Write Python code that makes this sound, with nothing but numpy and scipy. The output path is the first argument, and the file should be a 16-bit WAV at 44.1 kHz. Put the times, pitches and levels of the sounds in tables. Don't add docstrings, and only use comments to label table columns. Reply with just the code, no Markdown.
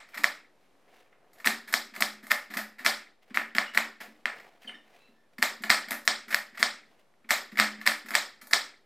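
import sys
import numpy as np
from scipy import signal
from scipy.fft import rfft, irfft, next_fast_len
from scipy.io import wavfile
from scipy.ndimage import uniform_filter1d

SR = 44100
rng = np.random.default_rng(int(sys.argv[2]) if len(sys.argv) > 2 else 0)


def unload_wav(signal):
    wavfile.write(
        sys.argv[1],
        SR,
        np.round(np.clip(np.atleast_2d(signal).T, -1, 1) * 32767).astype(np.int16),
    )


N = 390285

# (frequency [Hz], relative density [dB per Hz])
AIR_COLOUR = [(24, -30.5), (40, -2.5), (49, -12.5), (64, -12.5), (220, -1.5), (433, -2), (529, -0.5),
              (1480, -10), (1760, -11), (7000, -24), (13800, -28.5), (16000, -54)]
AIR_DB = -69
WIDE_DB = -9.5

# (frequency [Hz], decay by 60 dB [s])
KITCHEN_T60 = [(100, 0.21), (260, 0.91), (700, 0.28), (1840, 0.38), (4850, 0.33), (12800, 0.25)]
# (frequency [Hz], gain [dB])
KITCHEN_COLOUR = [(200, -7), (450, 2.5), (700, 13), (1200, 3.5), (2000, -4.5), (3000, 2.5), (4500, 2.5),
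                  (7000, 7), (10000, 7.5), (15000, 6)]
# (frequency [Hz], relative level [dB])
LASTING_TONES = [(589, 7.5), (715, -4.5), (951, -11.5), (1216, -15), (1309, -6.5), (1553, -22.5),
                 (1743, 6.5), (1783, -4.5), (1955, 1), (2112, 9), (2300, 7), (4041, -13)]
TONES_T60 = 0.28
PATCHY_DB = 2.5
EARLIER_DB = -32

# (loudest time [s], level [dB], treble lift [dB], rise [s], fall [s])
RUSTLES = [(.135, -57.5, 2, 0.072, .02), (.65, -72, 3.5, .1, 0.076), (.87, -64, -18, .05, 0.54),
           (.99, -63.5, 4, 0.17, .12), (1.13, -75, -5, 0.0091, .03), (1.25, -66, -20.5, .2, .2),
           (1.395, -58.5, -6, 0.12, .02), (3.227, -66, 3, 0.011, 0.036), (3.301, -61, -3, 0.086, 0.021),
           (4.008, -45, 0, 0.0034, 0.12), (4.2, -68, -4, 0.065, .05), (4.33, -50, -6.5, 0.047, 0.37),
           (4.63, -62.5, 10.5, 0.018, .06), (4.685, -56, -9, 0.013, 0.11), (4.96, -59.5, -1, 0.22, .25),
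           (5.335, -69.5, 4.5, .008, 0.017), (6.919, -62, -3.5, 0.068, .08),
           (6.995, -67.5, 2.5, 0.018, 0.076), (7.25, -69.5, -2, 0.011, 0.031)]
# (frequency [Hz], relative density [dB per Hz])
RUSTLE_COLOUR = [(88, -42), (150, -18.5), (249, -15), (275, -17.5), (514, -5), (601, -9), (730, -2.5),
                 (805, -10.5), (1400, -13.5), (2050, -9), (2800, -12.5), (7620, -28), (14200, -30.5),
                 (16000, -34)]
RUSTLE_SPAN_DB = 20
TREBLE_HZ = 1600

# (time [s], level [dB], crispness [dB], length [s])
CRUNCHES = [(0.087, -42.5, 1, 0.006), (0.134, -36.5, -12.5, 0.0088), (0.142, -24.5, -0.5, 0.015),
            (0.173, -20.5, 1, 0.011), (0.235, -16, 1.5, 0.0031), (1.126, -44.5, -31, 0.0055),
            (1.331, -54, 9, 0.005), (1.383, -46.5, 4.5, 0.01), (1.399, -34.5, 0, 0.012),
            (1.444, -18.5, -4, 0.0039), (1.453, -17, 2.5, 0.0035), (1.459, -10, 2.5, 0.0035),
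            (1.466, -14, -2, 0.0074), (1.674, -27, 2, 0.033), (1.725, -18.5, 4.5, 0.0094),
            (1.937, -29, -2.5, 0.019), (1.951, -32.5, 3, 0.0054), (1.962, -24, 0.5, 0.0035),
            (1.968, -34, -4, 0.0041), (2.005, -16.5, 5.5, 0.0066), (2.228, -34, 1.5, 0.027),
            (2.267, -32.5, 3.5, 0.0035), (2.301, -24.5, -1, 0.0046), (2.306, -8.5, -0.5, 0.0096),
            (2.502, -26.5, -0.5, 0.038), (2.537, -22, 1, 0.012), (2.569, -14.5, 2, 0.007),
            (2.587, -21.5, -2.5, 0.0054), (2.783, -26.5, -1, 0.038), (2.847, -11, 2.5, 0.033),
            (3.304, -37, -7.5, 0.01), (3.343, -18, -1.5, 0.013), (3.358, -25, 3, 0.004),
            (3.549, -15.5, -2, 0.005), (3.565, -18.5, 0, 0.003), (3.735, -30, -1, 0.008),
            (3.746, -19, 1, 0.01), (3.772, -14.5, -39.5, 0.0011), (4.002, -26, 0.5, 0.025),
            (4.397, -35.5, -2.5, 0.0082), (4.619, -52, 3.5, 0.0049), (4.643, -40.5, -4, 0.01),
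            (4.693, -27, -22, 0.0044), (4.742, -40.5, -8, 0.005), (5.082, -56, 0, 0.0054),
            (5.382, -28, 0.5, 0.0058), (5.421, -22, 2.5, 0.0024), (5.62, -38, 5.5, 0.0057),
            (5.636, -16, -2, 0.0051), (5.695, -5, -0.5, 0.024), (5.884, -26, 0.5, 0.0045),
            (5.908, -17.5, 4, 0.0017), (5.917, -18, -3, 0.0033), (5.927, -22, -0.5, 0.004),
            (5.94, -33.5, 2.5, 0.0036), (6.051, -39, 7, 0.0042), (6.28, -29.5, 1.5, 0.018),
            (6.304, -20, 2, 0.018), (6.325, -15, -3, 0.011), (6.545, -33.5, -3.5, 0.023),
            (6.572, -23, -2, 0.013), (6.591, -19.5, 2.5, 0.032), (7.243, -43.5, -23, 0.0067),
            (7.289, -19, 2, 0.036), (7.517, -34.5, -1, 0.012), (7.554, -34, -1, 0.008),
            (7.572, -18, -2, 0.0026), (7.58, -14.5, -1.5, 0.0033), (7.587, -8.5, -1.5, 0.008),
            (7.805, -39, -1, 0.003), (7.813, -27, -1.5, 0.0039), (7.857, -23, -1.5, 0.0024),
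            (7.862, -9, 2, 0.0078), (8.059, -33.5, 2, 0.0098), (8.084, -27, 2.5, 0.0081),
            (8.106, -24.5, 3, 0.002), (8.114, -21, -17, 0.0051), (8.136, -22, 0, 0.0061),
            (8.143, -14, -1, 0.0044), (8.413, -33, 3.5, 0.012), (8.47, -41.5, 8, 0.0033),
            (8.509, -27, 5, 0.0086), (8.53, -15, 1.5, 0.00087)]
CRUNCH_EDGE_DB, CRUNCH_FIZZ_DB = -10, -5.5
EDGE_PER_CRISP, FIZZ_PER_CRISP = 0.6, 2

# (time [s], peak level [dB])
PRESSES = [(0.162, -49), (0.189, -44), (1.41, -58), (1.461, -32.5), (1.694, -50), (1.922, -51.5),
           (1.973, -42), (2.01, -36), (2.232, -45), (2.5, -44.5), (2.562, -34), (2.802, -48), (2.85, -41),
           (3.307, -41), (3.351, -47), (3.55, -33.5), (3.754, -42.5), (4.007, -49.5), (4.077, -47.5),
           (4.647, -50), (4.674, -51), (4.741, -52.5), (5.086, -56), (5.386, -36), (5.603, -42),
           (5.641, -40.5), (5.874, -45.5), (5.91, -35.5), (6.274, -46), (6.325, -43.5), (6.525, -54.5),
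           (6.595, -41.5), (7.244, -53), (7.523, -39), (7.586, -35.5), (7.783, -45.5), (8.045, -45.5),
           (8.11, -41), (8.425, -52), (8.511, -56)]
# (frequency [Hz], level [dB], decay by 60 dB [s])
THUD_MODES = [(212, -10, 0.018), (220, -0.5, 0.37), (245.3, 4.5, 0.12), (295.7, -6.5, 0.28),
              (382.4, -5, 0.21), (500, -22, 0.22)]
REBOUND_S, REBOUND_DB = 0.11, -18.5
PUSH_S = 0.0016
THUD_DAMPING = 0.28
THUD_DETUNE = 0.022

# (time [s], peak force [dB], edge ring re peak [dB], fizz re peak [dB],
# room share re peak [dB], board thud [dB])
BLOWS = [(0.2423, -3.5, -13, -25.5, -8.5, -43.5), (1.4726, -6.5, -9.5, -32, -5.5, -36.5),
         (1.7396, -5.5, -7.5, -17, -8, -37), (2.023, -5, -9.5, -36, -8, -42),
         (2.3167, -4, -17, -16, -10, -41.5), (2.8628, -4, -9.5, -62, -3.5, -41),
         (3.373, -5, -24, -33.5, -6.5, -38.5), (3.5836, -2.5, -16.5, -29.5, -7, -39),
         (3.775, -1.5, -16.5, -23, -7.5, -36), (4.2565, -7, -20, -35, -7.5, -45),
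         (5.4261, -4.5, -11, -17.5, -4.5, -34), (5.7021, -3, -8.5, -34, -2.5, -34),
         (6.0771, -3.5, -7.5, -24, -5.5, -39), (6.345, -5, -13, -17, -9.5, -54.5),
         (6.6281, -2, -9.5, -28, -7.5, -40.5), (7.307, -6.5, -11, -16.5, -0.5, -37.5),
         (7.599, -0.5, -11, -24.5, -5.5, -31.5), (7.8744, -2, -9.5, -47.5, -6.5, -37.5),
         (8.1521, -3.5, -8, -19.5, -6, -46), (8.534, -4, -5.5, -22, -5, -42)]
# (frequency [Hz], relative level [dB])
KNOCK = [(350, -29.5), (520, -20), (700, -15.5), (1000, -11.5), (1300, -1.5), (1600, -2), (1800, 7),
         (2200, 2.5), (2500, -4), (2900, -12), (3800, -22), (6000, -56.5), (14000, -71.5)]
# (frequency [Hz], relative level [dB])
EDGE = [(2400, -30.5), (3200, -1.5), (4200, 1.5), (5300, 0), (6300, -12), (8000, -7), (9500, -13.5),
        (11500, -28.5), (16000, -49)]
# (frequency [Hz], relative level [dB])
FIZZ = [(7000, -7), (9500, -3.5), (11500, -4.5), (13500, 0.5), (14800, -6), (15500, -13.5), (16100, -35.5)]
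BUMP_DB, BUMP_AT_DB, BUMP_SLOPE = -59, -46, 1.9

# (time [s], length [s], start [Hz], end [Hz],
# slip tone 1 [dB], slip tone 2 [dB], slip tone 3 [dB])
SQUEAKS = [(3.651, 0.065, 2880, 2880, -53, -91.5, -92), (4.669, 0.029, 3254, 2830, -42.5, -79, -67),
           (4.643, .06, 2290, 2270, -75, -69, -90), (4.739, 0.0244, 1735, 1880, -50, -61, -71),
           (4.957, 0.17, 1318, 1340, -86, -72, -76), (5.126, 0.13, 1780, 1760, -74.5, -89, -93.5)]
FLUTTER_DB = 3.5
WAVER = 0.022

CEILING = 0.85
EDGE_HZ = 16400


def gain_of(db):
    return 10 ** (np.asarray(db) / 20)


def evened(x):
    return x / np.sqrt(np.mean(x ** 2) + 1e-20)


def read(points, hz):
    f, value = np.transpose(points)
    return np.interp(np.log(hz + 1), np.log(f + 1), value)


def coloured(x, points):
    size = next_fast_len(len(x))
    gain = gain_of(read(points, np.fft.rfftfreq(size, 1 / SR)))
    return irfft(rfft(x, size) * gain, size)[:len(x)]


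def add(mix, s, sound):
    part = mix[..., max(round(s * SR), 0):][..., :sound.shape[-1]]
    part += sound[..., :part.shape[-1]]


def ring(modes, seconds):
    t = np.arange(round(seconds * SR)) / SR
    out = np.zeros(len(t))
    for hz, db, t60 in modes:
        decay = gain_of(db - 60 * t / t60)
        onset = 1 - np.exp(-1.5 * hz * t)
        out += decay * np.sin(2 * np.pi * hz * t) * onset
    return out


def click(points):
    log_gain = read(points, abs(np.fft.fftfreq(2048, 1 / SR))) * np.log(10) / 20
    spectrum = np.exp(np.conj(signal.hilbert(log_gain)))
    return np.fft.ifft(spectrum).real[:512]


def struck(force):
    sound = np.zeros(N)
    for track, colour in zip(force, (KNOCK, EDGE, FIZZ)):
        body = click(colour)
        sound += signal.oaconvolve(track, body / abs(body).max())[:N]
    return signal.sosfilt(signal.butter(2, 260.0, "high", fs=SR, output="sos"), sound)


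def air():
    swell = uniform_filter1d(uniform_filter1d(rng.standard_normal(N), 6000), 6000)
    noise = evened(coloured(rng.standard_normal(N), AIR_COLOUR))
    return gain_of(AIR_DB + 1.3 * evened(swell)) * noise


def tail():
    taps = np.zeros(SR // 2)
    at = np.arange(90, len(taps) - 12, 12)
    taps[at + rng.integers(0, 12, len(at))] = rng.choice([-1.0, 1.0], len(at))
    hz, t, bands = signal.stft(taps, SR, nperseg=256)
    patches = uniform_filter1d(rng.standard_normal(bands.shape), size=6, axis=0)
    patches = evened(uniform_filter1d(patches, size=3, axis=1))
    decay_db = -60 * t / read(KITCHEN_T60, hz)[:, None]
    bands = bands * gain_of(PATCHY_DB * patches + decay_db)
    echoes = signal.istft(bands, SR, nperseg=256)[1][:len(taps)]
    tones = ring([(f, db, TONES_T60) for f, db in LASTING_TONES], 0.5)
    tones = tones * np.minimum(np.arange(len(taps)) / 67.0, 1)
    both = echoes / np.linalg.norm(echoes) + gain_of(-15.0) * tones / np.linalg.norm(tones)
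    return coloured(np.r_[both, np.zeros(500)], KITCHEN_COLOUR)


def kitchen(force, tonal):
    turn = np.pi * np.arange(N) / SR * 1.1
    path = rng.integers(0, 3, N)
    out = np.zeros(N)
    for k in range(3):
        share = np.sqrt(2 / 3) * np.cos(turn + k * np.pi / 3)
        feed = struck(force * (path == k)) + tonal * share
        out += signal.fftconvolve(feed, tail())[:N]
    return out


def rustle():
    clumps = evened(uniform_filter1d(rng.standard_normal(N), size=300))
    size_db = 1.9 * rng.exponential(1, N).clip(0, 5) + 2.5 * clumps
    grains = rng.standard_normal(N) * gain_of(size_db)
    grains = evened(coloured(grains, RUSTLE_COLOUR))
    highpass = signal.butter(2, TREBLE_HZ, "high", fs=SR, output="sos")
    treble = signal.sosfiltfilt(highpass, grains)
    t = np.arange(0, N, 32) / SR
    level = np.zeros((2, len(t)))
    for s, db, lift_db, rise, fall in RUSTLES:
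        swell_db = db - RUSTLE_SPAN_DB * np.maximum((s - t) / rise, (t - s) / fall)
        level += gain_of(swell_db + np.array([[0], [lift_db]]))
    low, high = (np.interp(np.arange(N) / SR, t, row) for row in level)
    return (grains - treble) * low + treble * high


def crunches():
    force = np.zeros((3, N))
    t = np.arange(1, 2500) / SR
    size = (len(CRUNCHES), len(t))
    snaps = rng.standard_normal(size) * gain_of(3.9 * rng.exponential(1, size).clip(0, 5))
    for (s, db, crisp, length), swarm in zip(CRUNCHES, snaps):
        swell = 1 - np.exp(-t / 0.0013)
        fade = np.exp(-(t / max(length, 1e-3)) ** 2)
        swarm = swarm * swell * fade
        edge_db = CRUNCH_EDGE_DB + EDGE_PER_CRISP * crisp
        fizz_db = CRUNCH_FIZZ_DB + FIZZ_PER_CRISP * crisp
        gains = gain_of(db + np.array([0, edge_db, fizz_db]))
        add(force, s, np.outer(gains, swarm / np.linalg.norm(swarm)))
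    return force


def thuds():
    pushes = [(s, db) for s, *_, db in BLOWS]
    pushes += [(s + REBOUND_S, db + REBOUND_DB) for s, db in pushes]
    pushes += PRESSES
    out = np.zeros(N)
    spots_db = 3.5 * rng.standard_normal((len(pushes), len(THUD_MODES)))
    detune = 1 + THUD_DETUNE * rng.standard_normal(len(pushes))
    damping = np.exp(-THUD_DAMPING * rng.random(spots_db.shape))
    push_shape = np.hanning(round(PUSH_S * SR))
    for (s, db), spot_db, bend, damp in zip(pushes, spots_db, detune, damping):
        modes = [(hz * bend, level + change, t60 * k)
                 for (hz, level, t60), change, k in zip(THUD_MODES, spot_db, damp)]
        sound = np.convolve(ring(modes, 0.3), push_shape)
        add(out, s, gain_of(db) * sound / abs(sound).max())
    return signal.sosfilt(signal.butter(4, 175.0, "high", fs=SR, output="sos"), out)


def blows():
    near, far = np.zeros((2, 3, N))
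    rebound = rng.standard_normal((len(BLOWS), 120)) * np.exp(-np.arange(120) / 73.0)
    for (s, db, edge, fizz, room_db, _), chatter in zip(BLOWS, rebound):
        shape = np.c_[[1, 0.7, 0.3], np.outer([0.05, 0.35, 0.6], chatter)]
        push = gain_of(db + np.array([[0], [edge], [fizz]])) * shape
        add(near, s, push)
        strength = np.linalg.norm(push, axis=1, keepdims=True)
        add(far, s, strength * gain_of(room_db))
    add(far, 0, gain_of(EARLIER_DB + np.array([[0], [-7.5], [-21]])))
    return near, far


def low_bumps():
    out, pulse = np.zeros(N), np.hanning(round(0.0014 * SR))
    for s, *_, thud_db in BLOWS:
        level_db = BUMP_DB + BUMP_SLOPE * (thud_db - BUMP_AT_DB)
        add(out, s, gain_of(level_db) * np.r_[pulse, -0.4 * pulse])
    return out


def squeaks():
    out = np.zeros(N)
    for s, length, start_hz, end_hz, *tones_db in SQUEAKS:
        count = round(length * SR)
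        waver = 1 + WAVER * evened(uniform_filter1d(rng.standard_normal(count), size=90))
        turns = np.cumsum(np.geomspace(start_hz, end_hz, count) * waver) / SR
        tone = sum(gain_of(db) * np.sin(2 * np.pi * k * turns) for k, db in enumerate(tones_db, 1))
        flutter = evened(uniform_filter1d(rng.standard_normal(count), size=200))
        tone = tone * gain_of(FLUTTER_DB * flutter)
        add(out, s, np.sqrt(2) * tone * signal.windows.tukey(count, 0.6))
    return out


def scene():
    near, far = blows()
    crunch, squeak, thud = crunches(), squeaks(), thuds()
    room_force = far + gain_of(-3) * crunch
    room_tonal = gain_of(-5.0) * squeak + gain_of(-9.5) * thud
    wet = kitchen(room_force, room_tonal)
    mid = struck(near + crunch) + squeak + thud + wet + low_bumps() + rustle() + air()
    side = gain_of(WIDE_DB) * air()
    return np.array([mid + side, mid - side])


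def record(dry):
    rounded = dry / (1 + (dry / CEILING) ** 4) ** (1 / 4)
    lowpass = signal.firwin(511, EDGE_HZ, window=("kaiser", 9), fs=SR)
    return signal.oaconvolve(rounded, lowpass[None], "same") - 0.0005


dry = scene()
out = record(dry)
unload_wav(out)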